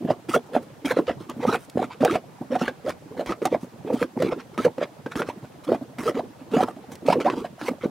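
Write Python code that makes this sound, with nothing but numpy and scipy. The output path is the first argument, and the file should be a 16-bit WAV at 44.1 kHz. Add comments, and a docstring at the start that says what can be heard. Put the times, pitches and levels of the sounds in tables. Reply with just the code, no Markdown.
"""Gas bubbles swell and burst in a pit of thick hot mud, heard in stereo from the rim. Each cavity rings for a
few gliding cycles, a swelling sine wave; where the skin breaks, it slaps and snaps. Steam is noise that hisses
out of the torn skin; froth (many tiny cavities) and slosh follow the churning. Farther pots simmer under it all
as a soft wash of noise, an even hiss lies over the treble, and the pit walls give the bursts a short echo."""
import sys
import numpy as np
from scipy import signal
from scipy.fft import rfft, irfft
from scipy.io import wavfile
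from scipy.ndimage import uniform_filter1d

SR = 44100
rng = np.random.default_rng(int(sys.argv[2]) if len(sys.argv) > 2 else 0)


def to_wav(sig):
    """Store sig (one row per channel, or 1-D mono) as 16-bit WAV at the path in sys.argv[1].

    Samples outside -1..1 are clipped; the rate is SR.
    """
    pcm = np.clip(np.atleast_2d(sig), -1, 1) * 32767
    pcm = np.round(pcm).astype(np.int16)
    wavfile.write(sys.argv[1], SR, pcm.T)  # frames by channels


N = 348390  # length in samples


def gain_of(db):
    """Turns decibels into a factor for the wave."""
    return 10 ** (np.asarray(db) / 20)


def evened(x):
    """Brings a sound to an average (RMS) strength of 1."""
    return x / np.sqrt(np.mean(x ** 2) + 1e-20)


def read(points, hz):
    """Reads a curve between its points, with frequency on a log scale as in hearing."""
    f, value = np.transpose(points)
    return np.interp(np.log(hz + 1), np.log(f + 1), value)


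def add(mix, start_s, sound):
    """Lays a sound into the mix at its start time."""
    part = mix[max(round(start_s * SR), 0):][:len(sound)]
    part += sound[:len(part)]


def shaped(x, points):
    """Colours a sound by a spectrum in dB."""
    hz = np.fft.rfftfreq(N, 1 / SR)
    return irfft(rfft(x) * gain_of(read(points, hz)), N)


def filtered(x, order, hz, kind):
    """Keeps the part of a sound above, below or between the given frequencies."""
    return signal.sosfilt(signal.butter(order, hz, kind, fs=SR, output="sos"), x)


def cavity(hz, rise_s, glide, phase, quiver=(0, 0)):
    """A gas cavity swells and dies in a few cycles; its pitch glides as it opens and wavers as the walls quiver."""
    t = np.arange(round(7 * abs(rise_s) * SR) + 2) / SR
    u = t / abs(rise_s)  # time counted in rise times: loudest at 1
    phase = phase + np.interp(t / .007, np.arange(len(quiver)), np.cumsum(quiver))  # a new nudge every 7 ms
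    swell = (u * np.exp(1 - u)) ** 1.39
    turns = hz * t * (1 + glide * (u / 2 - 1)) + phase  # passes through hz at the loudest moment
    return swell * np.sin(2 * np.pi * turns)


# The large bubbles. Each row: start in seconds, pitch in Hz, relative peak level in dB, rise time in ms.
LARGE_BUBBLES = [(.0044, 312, -29, 13.3), (0.046, 238, -15.5, 4), (.0697, 652, -29, 21.7),
                 (.088, 615, -19, 2), (0.1037, 590, -8.5, 2.3), (.288, 267, -16.5, 3.3),
                 (.336, 1343, -14, 6.5), (.3468, 502, -13.5, 6.6), (0.362, 550, -6.5, 2),
                 (.514, 513, -30, 31), (0.5511, 603, -11, 2), (.5635, 670, -6.5, 1.46),
                 (0.8475, 272, -13.5, 6.5), (.9056, 480, -15.5, 6.7), (0.9081, 1535, -18.5, 2.5),
                 (0.9686, 510, -8.5, 2.6), (0.9866, 313, -14, 7.5), (.9883, 520, -16, 3),
                 (1.0786, 510, -17, 6.2), (1.0947, 670, -14.5, 3.4), (1.205, 326, -33, 4),
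                 (1.293, 282, -30, 4), (1.364, 223, -24.5, 5.9), (1.3915, 262, -24, 5.8),
                 (1.4245, 500, -22, 13), (1.4498, 503, -10, 2.8), (1.4712, 239, -16.5, 8.4),
                 (1.4798, 1243, -20, 8.7), (1.4894, 328, -11, 2), (1.5253, 454, -21.5, 12),
                 (1.5264, 1400, -20, 1.7), (1.5438, 1360, -20, 1.7), (1.5492, 740, -17.5, 2.6),
                 (1.755, 264, -16, 3.2), (1.773, 485, -8, 1.34), (1.791, 730, -17.5, 4.4),
                 (1.8193, 450, -13.5, 1.3), (1.8277, 790, -15, 1.2), (2.006, 262, -17, 9.3),
                 (2.0298, 570, -7, 1.05), (2.036, 554, -6, 1.6), (2.0438, 480, -14.5, 11.7),
                 (2.0477, 746, -15, 6.4), (2.0788, 1430, -15, 0.89), (2.0955, 1240, -20.5, 3.4),
                 (2.103, 336, -16.5, 10.2), (2.1388, 488, -23, 10.6), (2.1566, 644, -10, 1.8),
                 (2.4107, 263, -21, 3.1), (2.504, 260, -26.5, 4), (2.516, 526, -19, 9.7),
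                 (2.5527, 710, -13.5, 5), (2.6126, 240, -17.5, 8), (2.615, 505, -9, 0.69),
                 (2.679, 1550, -15.5, 2), (2.6819, 478, -21, 5.4), (2.846, 473, -28, 4),
                 (2.862, 525, -20, 5), (2.878, 595, -17.5, 4.2), (3.105, 437, -35.5, 15),
                 (3.1602, 486, -31, 26), (3.1945, 534, -14, 1.8), (3.2088, 590, -18.5, 2.7),
                 (3.2884, 344, -21.5, 11.3), (3.3217, 1230, -18.5, 2.2), (3.4174, 350, -17, 4.5),
                 (3.4524, 754, -18, 7), (3.5134, 302, -23, 9.8), (3.5251, 499, -11.5, 2.8),
                 (3.5391, 480, -19, 3.2), (3.5462, 608, -9.5, 2.1), (3.6316, 227, -23.6, 1.6),
                 (3.847, 298, -24.5, 2.8), (3.866, 421, -25.5, 7), (3.9, 498, -14, 4.2),
                 (3.925, 470, -16.5, 4), (3.9381, 243, -14, 4.4), (4.0115, 499, -16.5, 9.8),
                 (4.0277, 1400, -15, 0.77), (4.1662, 248, -19, 3.9), (4.198, 497, -18, 8.2),
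                 (4.2201, 625, -15, 3.2), (4.2328, 400, -9.5, 1.3), (4.2468, 335, -11.5, 1.8),
                 (4.262, 297, -16, 2.1), (4.278, 335, -22.5, 11), (4.3197, 515, -18.5, 5.2),
                 (4.359, 343, -30, 7.1), (4.5782, 221, -19.5, 8.4), (4.584, 1234, -21.5, 6),
                 (4.595, 300, -18.5, 2.9), (4.6484, 480, -9, 7.3), (4.6469, 1566, -22.5, 2.3),
                 (4.7791, 498, -20.5, 6), (4.8138, 560, -13, 1.47), (4.826, 605, -14.5, 2.5),
                 (5.062, 318, -24, 4), (5.061, 1550, -33, 3.3), (5.156, 240, -19, 3.5),
                 (5.172, 292, -26.5, 4.2), (5.1924, 1360, -24, 4.5), (5.199, 332, -20.5, 3),
                 (5.222, 488, -26.5, 5.5), (5.2196, 1330, -16, 0.97), (5.2881, 495, -16, 1.06),
                 (5.298, 953, -25.5, 4), (5.367, 198, -34.5, 5.5), (5.425, 146, -31, 7.3),
                 (5.6671, 331.6, -22, 21.6), (5.6861, 506, -16, 7.2), (5.7192, 537, -6.5, 1.04),
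                 (5.7266, 643, -15, 4.5), (5.7462, 715, -17.5, 1.55), (5.811, 264.6, -27, 8.2),
                 (5.9837, 229, -24.5, 5.6), (6.032, 380, -27, 4), (6.0539, 442.3, -19.5, 16.7),
                 (6.0774, 1263, -15.5, 3.6), (6.085, 588, -17.5, 3.8), (6.1445, 263, -24.5, 8.5),
                 (6.164, 457, -20.5, 12.5), (6.1939, 640, -14.5, 2.4), (6.2342, 396, -31, 4.6),
                 (6.41, 255, -37, 5.5), (6.515, 250, -27.5, 14), (6.5326, 431, -13, 10),
                 (6.5629, 283, -11, 5), (6.5785, 742, -20, 14.4), (6.605, 752, -10.5, 2.6),
                 (6.6281, 510, -10, 1.8), (6.633, 1304, -21, 3.2), (6.6837, 720, -20, 1.8),
                 (6.7623, 242, -31.5, 8.9), (6.884, 260, -38.5, 11.4), (6.915, 247, -33.5, 6.6),
                 (7.021, 290, -33, 6.2), (7.048, 265, -22.5, 19), (7.0843, 540, -4.5, 1.9),
                 (7.102, 664, -7.5, 2.1), (7.1267, 912, -10, 3.2), (7.1548, 380, -14, 2.5),
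                 (7.1618, 456, -16.5, 6.1), (7.1807, 314, -18.5, 5.9), (7.2061, 440, -16.5, 2.7),
                 (7.2358, 309, -26, 30), (7.2475, 562, -16, 8.9), (7.2585, 730, -14.5, 8.2),
                 (7.278, 1003, -15.5, 4.9), (7.3, 1025, -17.5, 1.3), (7.3334, 247, -18, 2.2),
                 (7.3672, 468, -26, 8.1), (7.402, 351, -29.5, 14.2), (7.4456, 662, -20, 2.6),
                 (7.615, 283, -30, 13), (7.6816, 459, -19, 5), (7.7093, 267, -20.5, 5.4),
                 (7.835, 518, -19, 5), (7.8554, 290, -13.5, 2.4)]
# How far the pitch glides. Each row: bubble pitch in Hz, glide per rise time as a share of the pitch.
PITCH_GLIDE = [(200, 0.043), (350, 0.18), (500, 0.0043), (800, 0.052), (3000, 0.0066)]
# The neck of a bubble rings higher and shorter: pitch ratio, its spread, level in dB, share of the rise time.
NECK_RATIO, NECK_SPREAD, NECK_DB, NECK_SHARE = 2.4, 0.29, -22.5, 0.69


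def bubbles(quiver_turns=.13):
    """The large bubbles, one cavity and neck each; a long ring in soft mud wavers and breaks up."""
    out = np.zeros(N)
    chance = rng.standard_normal((len(LARGE_BUBBLES), 26))
    for (start_s, hz, db, rise_ms), (phase, wide, *nudges) in zip(LARGE_BUBBLES, chance):
        rise_s = rise_ms / 1000
        quiver = quiver_turns * np.sqrt(max(hz / 500, 1)) * np.array(nudges)  # thin small walls quiver more
        body = cavity(hz, rise_s, read(PITCH_GLIDE, hz), phase, quiver)
        add(out, start_s, gain_of(db) * body)
        neck_hz = hz * (NECK_RATIO + NECK_SPREAD * wide)
        neck = cavity(neck_hz, NECK_SHARE * rise_s, 0, phase, 2 * quiver)
        add(out, start_s, gain_of(db + NECK_DB) * neck)
    return out


# Where the mud skin breaks. Each row: start in seconds, relative level of the dull slap in dB,
# relative level of the bright snap in dB.
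SKIN_BREAKS = [(0.287, -31, -44), (.849, -25, -49), (0.9103, -17, -44), (.969, -31, -55),
               (1.2975, -41, -30.5), (1.698, -55, -33), (2.007, -24, -54), (2.0491, -8.5, -17),
               (2.155, -13.5, -49), (2.409, -50, -60), (2.68, -15, -37), (2.8939, -20.5, -29),
               (3.261, -20.5, -34), (3.3217, -15, -48), (3.419, -24, -55), (3.4546, -11, -17.5),
               (4.2231, -13, -26.5), (4.0269, -20.5, -42), (4.578, -15, -35), (4.782, -25, -49),
               (5.0618, -21.5, -57), (5.118, -37, -49), (5.156, -17.5, -38), (5.2188, -13.5, -50),
               (5.747, -29, -42), (5.9853, -24.5, -33), (6.607, -26, -48), (6.764, -39, -62),
               (6.9544, -50, -33.5), (7.0673, -31, -34), (7.131, -10, -42), (7.202, -18, -37),
               (7.3, -12, -54), (7.614, -20, -61), (7.686, -21.5, -41)]


def slaps(decay_s=0.0079, level_db=-5.5):
    """A sudden push of air, then a short wet rattle of fading noise."""
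    out, t = np.zeros(N), np.arange(800) / SR
    u = t / 0.0016
    push = 3 * (1 - u) * np.exp(-u)
    for (start_s, db, _), noise in zip(SKIN_BREAKS, rng.standard_normal((len(SKIN_BREAKS), 800))):
        rattle = noise * np.exp(-t / decay_s)
        add(out, start_s, gain_of(db + level_db) * (push + rattle))
    return filtered(out, 2, [300, 2400], "band")


def snaps(decay_s=0.0036, level_db=-2.0):
    """Short bright ticks of fading noise as the skin tears, nearly alike at both ears."""
    out, t = np.zeros((N, 2)), np.arange(400)[:, None] / SR
    for (start_s, _, db), noise in zip(SKIN_BREAKS, rng.standard_normal((len(SKIN_BREAKS), 400, 3))):
        tick = noise[:, :1] + 0.22 * noise[:, 1:]  # shared noise, plus a little of each ear's own
        add(out, start_s, gain_of(db + level_db) * tick * np.exp(-t / decay_s))
    return filtered(out.T, 1, [1500, 8000], "band")


def churning(large, linger_s, power=0.82):
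    """How stirred the mud is: follows the large bubbles and lingers after them."""
    keep = np.exp(-1 / (linger_s * SR))
    smooth = uniform_filter1d(large ** 2, size=500)
    energy = signal.lfilter([1 - keep], [1, -keep], smooth)
    return abs(energy) ** (power / 2)


# Colour of the froth. Each row: cavity pitch in Hz, relative level in dB.
FROTH_COLOUR = [(90, -30.5), (160, -6), (280, 3.5), (390, 2), (500, 3.5), (800, -3.5), (1300, -22),
                (2200, -20.5), (4000, -33)]


def froth(colour, per_s, spread_db, cycles, count=20):
    """Very many small cavities at random times, of many pitches and uneven loudness."""
    loudness = gain_of(spread_db * np.minimum(rng.exponential(1, N), 4))
    size = loudness * (rng.random(N) < per_s / SR)
    kind, out = rng.integers(0, count, N), np.zeros(N)
    for k, hz in enumerate(np.geomspace(colour[0][0], colour[-1][0], count)):
        rise_s = cycles * rng.uniform(0.75, 1.45) / hz
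        grain = cavity(hz, rise_s, rng.uniform(-0.055, 0.069), rng.random())
        grain = grain / np.linalg.norm(grain)
        out += gain_of(read(colour, hz)) * signal.oaconvolve(size * (kind == k), grain)[:N]
    return evened(out)


def vent(x, shifting_db):
    """The ragged hole changes shape: resonances a few hundred Hz wide come and go within tens of ms."""
    z = signal.stft(x, nperseg=512, noverlap=384)[2]
    field = rng.standard_normal(z.shape[:0:-1]).T  # one chance value per frequency and moment
    for moments in (15, 8):
        field = uniform_filter1d(uniform_filter1d(field, size=3, axis=0), size=moments, axis=1)
    fade = np.clip(np.linspace(1.6, -1, len(field)), .25, 1)[:, None]  # weaker in the top band
    z = z * gain_of(shifting_db * fade * evened(field))
    return signal.istft(z, nperseg=512, noverlap=384)[1][:, :N]


# Steam vents. Each row: start in seconds, length in seconds, relative level in dB,
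# swell in dB by the end, extra level of the top band in dB.
STEAM_PUFFS = [(0.075, 0.043, -47, 11.5, -3), (0.294, 0.062, -38, 4.5, 11.5), (0.464, 0.016, -57, -6, 15),
               (0.535, 0.046, -43, -2, 5), (0.623, .008, -59.5, 3, 22.5), (0.856, 0.063, -35, 0.5, 9.5),
               (0.943, 0.045, -45, 6, 0), (1.071, 0.054, -39, -6, -5), (1.203, 0.05, -48, -6, 8),
               (1.296, 0.022, -38.5, -4, 2), (1.41, 0.031, -42, 1.5, 3.5), (1.469, 0.089, -37, 5, 6),
               (1.59, 0.061, -57.5, 0, 23), (1.778, 0.067, -46.5, 8.5, 3.5), (1.907, 0.027, -41.5, 0, -10),
               (2.008, .152, -43, 8, 5), (2.515, 0.045, -47, 9, 1), (2.591, 0.094, -38.5, -0.5, 5.5),
               (2.857, 0.047, -46, 14.5, 5.5), (3.173, 0.038, -50.5, 5.5, 9), (3.268, 0.053, -36.5, -3, 4),
               (3.427, 0.03, -47.5, 16, 6.5), (3.505, 0.04, -48.5, 5, -3), (3.611, 0.037, -55, 0, 16),
               (3.866, 0.045, -52, -3, 3), (3.931, 0.084, -48.5, 5, 13), (4.001, 0.032, -41.5, 3, 8),
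               (4.189, 0.1, -45.5, 2, 3.5), (4.311, 0.021, -40.5, 2, -11), (4.389, 0.013, -43.5, 5, -1),
               (4.54, 0.013, -52, -2, 5), (4.587, 0.063, -42.5, 10, 7), (4.804, 0.032, -45.5, 12, -7),
               (5.119, 0.0058, -35.5, -3.5, 6), (5.164, 0.045, -39.5, -0.5, 11),
               (5.266, 0.031, -44, 7, 4.5), (5.423, 0.028, -61.5, 9.5, 9), (5.52, .01, -58, -2, 7),
               (5.64, 0.01, -46.5, -2, 15), (5.675, 0.08, -48, 5.5, 1), (5.988, .11, -41, 2, 11.5),
               (6.147, 0.049, -47.5, 3.5, -1), (6.39, 0.033, -58, -2, 2), (6.516, 0.12, -44, 9.5, 6),
               (6.669, 0.038, -45, -1, 7), (6.919, 0.037, -45, -15, 18.5), (7.063, 0.067, -41.5, 7, 6),
               (7.207, 0.022, -38, -1.5, 1), (7.247, 0.063, -42, -6, 2), (7.319, 0.026, -42, -2.5, -1),
               (7.36, 0.045, -44.5, 7, 4), (7.442, 0.015, -44, 4.5, 2), (7.595, 0.089, -45.5, 11.5, 10),
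               (7.813, 0.03, -43.5, 2, -1)]
# Colour of the hiss before the vent reshapes it. Each row: frequency in Hz, relative strength in dB per Hz.
STEAM_COLOUR = [(500, 2.5), (1200, 8), (2200, 2.5), (3500, -4), (6000, -11.5), (7300, -16.5), (9500, -16.5),
                (13000, -24.5), (16000, -25)]
# Colour of the wet pockets in the jet. Each row: pitch in Hz, relative level in dB.
GURGLE_COLOUR = [(900, 2), (1400, 8.5), (2200, -67), (3200, -2), (6000, -32)]
OPEN_MS, SHUT_MS = 2.7, 7.85  # the level is 6.2 dB down this long before a puff starts or after it ends
# The jet spurts as bubbles burst: power of the churning, its calm and usual level in dB.
SPURT, CALM_DB, USUAL_DB = 0.32, -39, -22


def steam(large, edge=0.93, split_hz=6500, wide_db=-3., gurgle_db=-0.5):
    """Hiss through the torn skin, and wet pockets that gurgle in the jet; brighter puffs carry more of the top band."""
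    t = np.arange(N) / SR
    energy = np.zeros((2, N))  # of the body and of the top band
    for start_s, length_s, db, swell_db, bright_db in STEAM_PUFFS:
        near = slice(max(round((start_s - .1) * SR), 0), round((start_s + length_s + .1) * SR))
        since = t[near] - start_s
        before_s, after_s = np.maximum(-since, 0), np.maximum(since - length_s, 0)
        away = 1000 * (before_s / OPEN_MS + after_s / SHUT_MS)
        db = db + swell_db * np.clip(since / length_s, 0, 1) ** 2
        energy[:, near] += gain_of(db - 6.2 * away ** edge + np.array([[0], [bright_db]])) ** 2
    stirred = gain_of(2 * CALM_DB) + churning(large, linger_s=0.0016, power=2.02)
    energy *= (stirred / gain_of(2 * USUAL_DB)) ** SPURT

    # droplets break up the jet
    spit = gain_of(2.6 * evened(uniform_filter1d(rng.standard_normal(N), size=90)))
    apart = filtered(rng.standard_normal((2, N)), 2, 5000, "high")
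    jet = rng.standard_normal(N) + gain_of(wide_db) * apart  # short waves reach the two ears differently
    jet = evened(vent(shaped(jet * spit, STEAM_COLOUR), shifting_db=4.5))
    top = signal.sosfiltfilt(signal.butter(2, split_hz, "high", fs=SR, output="sos"), jet)
    gurgle = froth(GURGLE_COLOUR, per_s=400, spread_db=-1.0, cycles=4.5)
    body = gain_of(5.5) * (jet - top) + gain_of(gurgle_db) * gurgle
    return body * np.sqrt(energy[0]) + gain_of(2.0) * top * np.sqrt(energy[1])


# Colour of the slosh. Each row: frequency in Hz, relative strength in dB per Hz.
SLOSH_COLOUR = [(20, -82), (50, -62), (100, -1), (170, -5.5), (260, 9.5), (400, -42)]


def slosh():
    """Heavy mud heaves and falls back across the pit: low noise, nearly alike at both ears."""
    noise = rng.standard_normal(N) + 0.15 * rng.standard_normal((2, N))
    return evened(shaped(noise, SLOSH_COLOUR))


def pit(x, t60=0.098, first_s=0.0042):
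    """Sparse echoes off the mud walls, different at each ear; they fade by 60 dB in t60 seconds."""
    at = np.arange(0, 8000, 20) + rng.integers(0, 20, (2, 400))  # one echo at random in every 20 samples
    taps = np.zeros((2, 8020))
    np.put_along_axis(taps, at, rng.choice([-1., 1.], at.shape), 1)
    late = np.arange(8020)
    taps *= gain_of(-60 * late / SR / t60) * (late > first_s * SR)
    return signal.oaconvolve(x[None], taps / np.linalg.norm(taps[0]), axes=1)[:, :N]


# Colour of the wash. Each row: frequency in Hz, relative strength in dB per Hz.
SIMMER_COLOUR = [(15, -56), (25, -35), (134, 1.5), (293, -7.5), (641, -9.5), (936, -10.5), (1100, -14.5),
                 (2160, -22), (13600, -34.5), (16000, -38)]
# How alike left and right are in the wash. Each row: frequency in Hz, likeness from 0 to 1.
LIKENESS = [(60, 1), (1000, 0.1), (3000, 0.43), (7000, 0.067)]
# How much the wash drifts. 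Each row: frequency in Hz, typical drift in dB.
DRIFT = [(100, 3.), (1000, 2.5), (3000, 1.2), (6000, .5)]
SIMMER_DB = -47.5  # level of the wash; the plops ride on top


def simmer(plops_db=-4.):
    """A wash from farther pots that drifts in the low bands, with faint plops in it; an evener hiss lies on
    top."""
    frames, hz = N // 128 + 5, np.fft.rfftfreq(512, 1 / SR)
    a, b, c, d, patches = rng.standard_normal((frames, 257, 5)).T
    patches = evened(uniform_filter1d(uniform_filter1d(patches, size=14, axis=0), size=10, axis=1))
    same = np.clip(read(LIKENESS, hz), -1, 1)[:, None]
    left = a + 1j * b
    right = same * left + np.sqrt(1 - same ** 2) * (c + 1j * d)
    z = np.array([left, right]) * gain_of(read(DRIFT, hz)[:, None] * patches)
    wash = signal.istft(z, nperseg=512, noverlap=384)[1][:, :N]
    wash = evened(shaped(wash, SIMMER_COLOUR))
    plops = gain_of(plops_db) * froth(FROTH_COLOUR, per_s=220, spread_db=3.2, cycles=2.2)
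    return gain_of(SIMMER_DB) * (wash + plops)


def scene():
    """Mixes the bursting bubbles with their echo, the heaving mud, the steam and the simmer."""
    large = bubbles()
    stirred = churning(large, linger_s=0.0048)
    small = gain_of(-9.0) * stirred * froth(FROTH_COLOUR, per_s=800, spread_db=3.5, cycles=1.46)
    pops = gain_of(-0.3) * large + small + slaps()
    pops = filtered(pops, 2, 90, "high")  # small openings radiate no deep bass
    echo = pit(pops)
    echo = gain_of(-13.5) * (echo + .5 * echo[::-1])  # each ear also hears half of the other's echo
    biggest = filtered(large, 2, 380, "low")  # the deep bubbles move the most mud
    heave = gain_of(-23.0) * churning(biggest, linger_s=0.0048, power=0.51) * slosh()
    heave = filtered(heave, 2, 60, "high")
    return pops + echo + heave + snaps() + steam(large) + simmer()


# Balance of the two microphones. Each row: frequency in Hz, left over right in dB.
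LEFT_OVER_RIGHT = [(60, 1.5), (240, -1.5), (950, -2), (3770, 0), (8000, -2.5), (14000, 1)]
EDGE_HZ = 15900  # upper band limit


def record(dry, low_cut_hz=45):
    """The two microphones differ a little in colour and drop the deepest bass; then the band limit."""
    tilt = read(LEFT_OVER_RIGHT, np.fft.rfftfreq(N, 1 / SR)) / 2
    pair = irfft(rfft(dry) * gain_of([tilt, -tilt]), N)
    pair = filtered(pair, 2, low_cut_hz, "high")
    band_limit = signal.firwin(511, EDGE_HZ, window=("kaiser", 9), fs=SR)
    return signal.oaconvolve(pair, band_limit[None], "same")


dry = scene()
out = record(dry)
to_wav(out)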